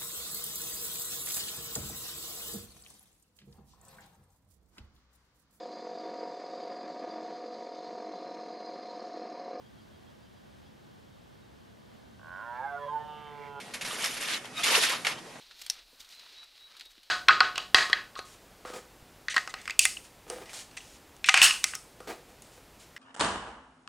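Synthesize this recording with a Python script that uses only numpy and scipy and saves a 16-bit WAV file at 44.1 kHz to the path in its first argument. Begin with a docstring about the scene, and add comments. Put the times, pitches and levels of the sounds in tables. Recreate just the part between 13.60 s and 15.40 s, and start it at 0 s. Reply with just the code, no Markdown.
"""Springs tick, then a woven bed rubs and crackles: a boy bounces twice on a garden trampoline
and pushes off into a flip. Bed and edge pad rasp in countless tiny slips as they stretch, over dull thuds.
Steel springs snap in their hooks and ring, one hook squeaks, and the pad slaps back as he leaves.
Faint outdoor air and a distant hum lie behind."""
import sys
import numpy as np
from scipy import signal
from scipy.io import wavfile

SR = 44100
rng = np.random.default_rng(int(sys.argv[2]) if len(sys.argv) > 2 else 0)


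def unload_audio(sound):
    """Save the sound as a 16-bit wav file, at the path given as the first command line argument."""
    columns = np.transpose(np.atleast_2d(sound))
    # keep every value between -1 and 1, then stretch to whole-number steps
    steps = np.round(np.clip(columns, -1, 1) * 32767)
    wavfile.write(sys.argv[1], SR, steps.astype(np.int16))


N = 79380
TIME = np.arange(N) / SR

# Rub envelope, first bounce and push-off: time_s, level_db
BOUNCE_ENVELOPE = [(0.22,-67),(0.256,-38.5),(0.33,-38),(0.37,-43),(0.41,-36.5),(0.455,-31.5),(0.49,-36.5),(0.545,-38.5),(0.595,-42.5),(0.62,-33.5),(0.67,-35),(0.735,-30.5),(0.77,-37),(0.80,-48.5),(0.83,-55),(0.855,-44),(0.92,-71)]
PUSH_OFF_ENVELOPE = [(0.93,-55),(0.988,-35),(1.03,-40),(1.037,-30),(1.095,-27.5),(1.16,-23.5),(1.205,-31),(1.24,-26),(1.283,-33),(1.326,-26.5),(1.349,-34),(1.37,-38.5),(1.435,-49),(1.485,-35),(1.52,-36.5),(1.555,-47),(1.59,-45.5),(1.63,-68)]
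# Base tone of the rub: freq_hz, density_db
RUB_SPECTRUM = [(170,-13.5),(280,-9.5),(450,-6),(750,-5),(1200,0),(2000,0),(2900,0.5),(4200,-2.5),(6500,-6),(10800,-9.5),(12700,-24),(15000,-46)]
# Moving EQ on the rub: time_s, low_db, presence_db, treble_db
RUB_EQ = [(0.25,2.5,0.5,4.5),(0.33,7.5,1,3.5),(0.45,0,-3.5,2.5),(0.55,-6.5,-3,0),(0.63,-8,-3,0.5),(0.695,-4.5,0,-3),(0.745,-3.5,1.5,-3),(0.85,5,-2.5,-3),(1.0,-3,0,-2.5),(1.045,-1.5,7,2),(1.08,4,2,1.5),(1.14,2,1.5,-4.5),(1.185,4.5,1.5,2),(1.24,-1.5,2.5,3),(1.33,0.5,0.5,-6),(1.42,5.5,-1,0.5),(1.54,6,0.5,-6.5)]
# Stereo width of the treble, for rub and snaps: time_s, side_gain_db
TREBLE_WIDTH = [(0.2,-10.5),(0.8,5),(1.05,1),(1.15,10),(1.3,-1.5),(1.46,-1)]

def bed_rub():
    """Thousands of tiny slips of the weave a second, juddering as the bed stretches and recoils."""
    slips_per_s, slip_spread_db, smooth_share = 2600, 2, 0.68
    judder_db, judder_hz, patchy_db = 0.56, 91, 2.1
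    low_hz, presence_hz, presence_octaves, treble_hz = 1090, 3760, 0.34, 5700
    fade_out = [(TIME[-1], PUSH_OFF_ENVELOPE[-1][1] - 10)]
    level_db, = automation(BOUNCE_ENVELOPE + PUSH_OFF_ENVELOPE + fade_out)
    low_db, presence_db, treble_db = automation(RUB_EQ)
    slipping = rng.random(N) < slips_per_s / SR
    slips = slipping * from_db(slip_spread_db * np.minimum(rng.exponential(1, N), 4))
    grain = np.sqrt(smooth_share + (1 - smooth_share) * rms_one(slips) ** 2)
    force = grain * from_db(level_db + judder_db * drift(judder_hz))

    def envelope(hz):
        """Strength of the rub in one band, with its own flicker."""
        eq_db = low_db / (1 + (hz / low_hz) ** 4)
        eq_db += presence_db * np.exp(-(np.log2(hz / presence_hz) / presence_octaves) ** 2)
        eq_db += treble_db / (1 + (treble_hz / hz) ** 4)
        return force * from_db(eq_db + patchy_db * drift(35.5))
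    return shaped_noise(RUB_SPECTRUM, envelope, *automation(TREBLE_WIDTH))


# Hits of springs and pad: start_s, crack_db, tail_db, tilt_db_per_octave
SNAP_HITS = [(0.001,-42,-39.5,1),(0.136,-42,-30,1.5),(0.2104,-33,-30,1.5),(0.2488,-31.5,-37.5,-3),(0.3856,-41.5,-34.5,-2.5),(0.4420,-21,-43,1.5),(0.4477,-19.5,-44,2),(0.4592,-21,-38,2.5),
             (0.5684,-32,-33,1.5),(0.6070,-46,-37,5.5),(0.6856,-27.5,-35,-1),(0.8451,-41.5,-60,-9),(1.0343,-29,-28.5,6),(1.11,-25,-27.5,4),(1.1488,-23,-26.5,-2.5),(1.1624,-20,-40,2.5),
             (1.227,-22,-21,1),(1.2361,-17.5,-24,0.5),(1.2575,-36,-42,-6),(1.2950,-26.5,-39,5.5),(1.4482,-21,-27,-1.5),(1.4669,-20.5,-29,-2),(1.4687,-15,-26.5,-0.5),(1.755,-49,-57,-11.5)]
# Base tone of a snap: freq_hz, density_db
SNAP_SPECTRUM = [(250,-44.5),(500,-10),(1200,-7),(2100,3),(3000,-3),(5200,-8.5),(7500,-13),(11000,-15.5),(13000,-40),(15000,-45.5)]

def snaps():
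    """Springs snap in their hooks and the pad slaps: each a crack, then a dying rattle along the rim."""
    crack_t60_s, tail_t60_s, tail_rise_s = 0.015, 0.13, 0.0036
    parts = []
    for start_s, crack_db, tail_db, tilt in SNAP_HITS:
        age = np.maximum(TIME - start_s, 0)
        crack = (age > 0) * from_db(crack_db - 60 * np.minimum(age / crack_t60_s, 10))
        tail = from_db(tail_db - 60 * age / tail_t60_s) * (1 - np.exp(-age / tail_rise_s))
        parts += [(crack ** 2, tilt), (tail ** 2, tilt + 1)]   # the tail is a little brighter
    powers, tilts = map(np.array, zip(*parts))

    def envelope(hz):
        """All snaps in one band, each tilted about 3 kHz."""
        return np.sqrt(from_db(tilts * np.log2(hz / 3000)) ** 2 @ powers)
    return shaped_noise(SNAP_SPECTRUM, envelope, *automation(TREBLE_WIDTH))


# Steel spring modes: pitch_hz, relative_level_db, t60_s
SPRING_MODES = [(1011,-23.5,0.22),(1195,-24,0.064),(1820,-20,0.4),(2185,-18,0.15),(2690,-22.5,.06),(2975,-21,0.2),(3520,-26.5,0.18),(3630,-35,0.1),(3700,-16.5,0.045),(5177,-20.5,0.06),(10900,-32,0.11)]

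def spring_ring(shaking):
    """The springs ring in sympathy with bed and rim."""
    ringing = sum(from_db(db) * rms_one(resonator(shaking * rng.standard_normal(N), hz, t60))
                  for hz, db, t60 in SPRING_MODES)
    return np.std(shaking) * ringing


# Partials of the squeak: harmonic, peak_s, width_s, level_db
SQUEAK_PARTIALS = [(1,1,0.0132,-38),(2,1,0.017,-37.5),(3,0.98,0.008,-34.5),(4,0.97,0.011,-51),(6,0.988,.01,-55)]

def hook_squeak():
    """A hook turns in its ring: a brief rough tone whose partials peak one after another."""
    phase = stick_slip_phase(1274.5, roughness=0.0298)
    return sum(np.sqrt(2) * from_db(db) / (1 + ((TIME - peak_s) / width_s) ** 2) * np.sin(k * phase)
               for k, peak_s, width_s, db in SQUEAK_PARTIALS)


# Short rough chirps: peak_s, pitch_hz, width_s, level_db
CHIRP_HITS = [(0.444,5200,0.00182,-27.5),(0.461,5150,.005,-34.5),(0.725,1600,0.0068,-40),(0.738,3450,0.0097,-39),(0.748,3950,0.014,-38.5),(1.007,695,0.012,-45.5),(1.036,3500,0.0026,-29),(1.043,6800,0.002,-29),(1.075,2600,.003,-31.5),(1.152,2680,0.0025,-19),(1.303,1450,0.0022,-32.5),(1.322,1050,0.0065,-36),(1.524,2630,0.0018,-36.5),(1.582,3200,.009,-51)]

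def chirps():
    """Hooks and straps slip and catch one resonance for a moment."""
    out = 0
    for peak_s, hz, width_s, db in CHIRP_HITS:
        swell = np.sqrt(2) * from_db(db) * np.exp(-((TIME - peak_s) / width_s) ** 2 / 2)
        out += swell * np.sin(stick_slip_phase(hz, roughness=0.03))
    return out


# Dull thuds: peak_s, pitch_hz, width_s, level_db
THUD_HITS = [(0.25,38,.014,-57),(1.05,35.6,0.014,-54),(1.182,438,0.0028,-26)]

def thuds():
    """Soft blows on bed and frame swell and die within a few cycles."""
    return sum(from_db(db) * np.sin(2 * np.pi * hz * (TIME - peak_s)) / np.cosh((TIME - peak_s) / width_s)
               for peak_s, hz, width_s, db in THUD_HITS)


# Tone of the garden air: freq_hz, density_db
AIR_SPECTRUM = [(25,1),(45,-15),(75,-20.5),(125,-1),(240,-0.5),(400,-2.5),(700,-3.5),(1200,-8),(2000,-9.5),(4000,-13),(10000,-19.5),(12500,-31),(15000,-61)]

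def outdoor_air():
    """A faint wash of air, each band fluttering around -48 dB."""
    return shaped_noise(AIR_SPECTRUM, lambda hz: from_db(-48 + 2.06 * drift(11)), width_db=2.5)


# Tones of the hum: pitch_hz, level_db
HUM_TONES = [(240,-62),(444,-65.5),(764,-68),(1908,-62.5)]

def distant_hum():
    """Faint steady tones, each wavering in pitch."""
    waver_hz = 5.2
    return sum(np.sqrt(2) * from_db(db) * np.sin(2 * np.pi * np.cumsum(hz + waver_hz * drift(20)) / SR)
               for hz, db in HUM_TONES)


# Stereo image of the noise before widening: freq_hz, left_right_correlation
STEREO_CORRELATION = [(60,0.95),(500,0.81),(1000,0.83),(2000,0.74),(4000,0.81),(8000,0.79),(12000,.56)]
# Its slight lean to the right: freq_hz, left_minus_right_db
STEREO_BALANCE = [(60,-1.5),(300,-0.7),(700,-0.7),(2000,-0.7),(5000,-0.5),(9000,-1),(13000,-3)]

def shaped_noise(spectrum, envelope, width_db=0.0):
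    """Stereo noise, band by band: envelope(hz) sets the level, width_db the spread above 3 kHz."""
    edges = np.concatenate([np.geomspace(22, 6000, 21), np.linspace(7300, 15800, 7)])
    centres = np.sqrt(edges[1:] * edges[:-1])
    white = rng.standard_normal((2, 2, N))   # neighbouring bands take different mid/side pairs
    left_right = np.array([[1], [-1]])
    gains = from_db(at_hz(spectrum, centres)) / (1 + (spectrum[0][0] / centres) ** 4)
    gains /= np.sqrt(np.sum(gains ** 2 * np.diff(edges)) * 2 / SR)   # unit total power
    out = 0
    for k, hz in enumerate(centres):
        band = signal.butter(2, edges[k:k + 2], "band", fs=SR, output="sos")
        mid, side = signal.sosfilt(band, white[k % 2] * envelope(hz) + 1e-18)
        alike = at_hz(STEREO_CORRELATION, hz)
        spread = np.sqrt((1 - alike) / (1 + alike)) * from_db(width_db / (1 + (3000 / hz) ** 2))
        pan = from_db(at_hz(STEREO_BALANCE, hz) * left_right / 2)
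        out += gains[k] * (mid + spread * side * left_right) * pan
    return out


def stick_slip_phase(hz, roughness):
    """Phase of a stick-slip tone whose pitch trembles."""
    return 2 * np.pi * np.cumsum(hz * (1 + roughness * drift(250))) / SR


def resonator(x, hz, t60):
    """One mode; a unit click rings with height 1."""
    r, w = np.exp(-np.log(1000) / (t60 * SR)), 2 * np.pi * hz / SR
    return signal.lfilter([0, np.sin(w)], [1, -2 * r * np.cos(w), r * r], x + 1e-18)


def drift(rate_hz):
    """Smooth random modulation with rms 1."""
    hop, settle = 40, 2000
    r = np.exp(-2 * np.pi * hop * rate_hz / SR)
    slow = signal.lfilter([1], [1, -2 * r, r * r], rng.standard_normal(N // hop + settle + 2))[settle:]
    return np.interp(np.arange(N) / hop, np.arange(len(slow)), rms_one(slow))


def automation(rows):
    """One curve per column, sample by sample."""
    times, *columns = np.transpose(rows)
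    return [np.interp(TIME, times, column) for column in columns]


def at_hz(points, hz):
    """Read a curve at a frequency."""
    freqs, values = np.transpose(points)
    return np.interp(np.log(hz), np.log(freqs), values)


def from_db(db):
    """Decibels to gain."""
    return 10 ** (np.asarray(db) / 20)


def rms_one(x):
    """Scale to rms 1."""
    return x / np.sqrt(np.mean(x ** 2) + 1e-20)


def scene():
    """The trampoline stands close by, nearly in the middle, with the garden behind."""
    shaking = bed_rub() + snaps()
    trampoline = shaking + spring_ring(shaking) + hook_squeak() + chirps() + thuds()
    return trampoline + outdoor_air() + distant_hum()


def record(dry):
    """Master chain: soft-clipped peaks, a narrow treble notch and a steep top cut."""
    ceiling, notch_hz, cutoff_hz = 0.47, 7790, 15500
    rounded = ceiling * np.tanh(dry / ceiling)
    notched = signal.lfilter(*signal.iirnotch(notch_hz, Q=42, fs=SR), rounded)
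    return signal.sosfilt(signal.ellip(10, .3, 80, cutoff_hz, fs=SR, output="sos"), notched)


dry = scene()
out = record(dry)
unload_audio(out)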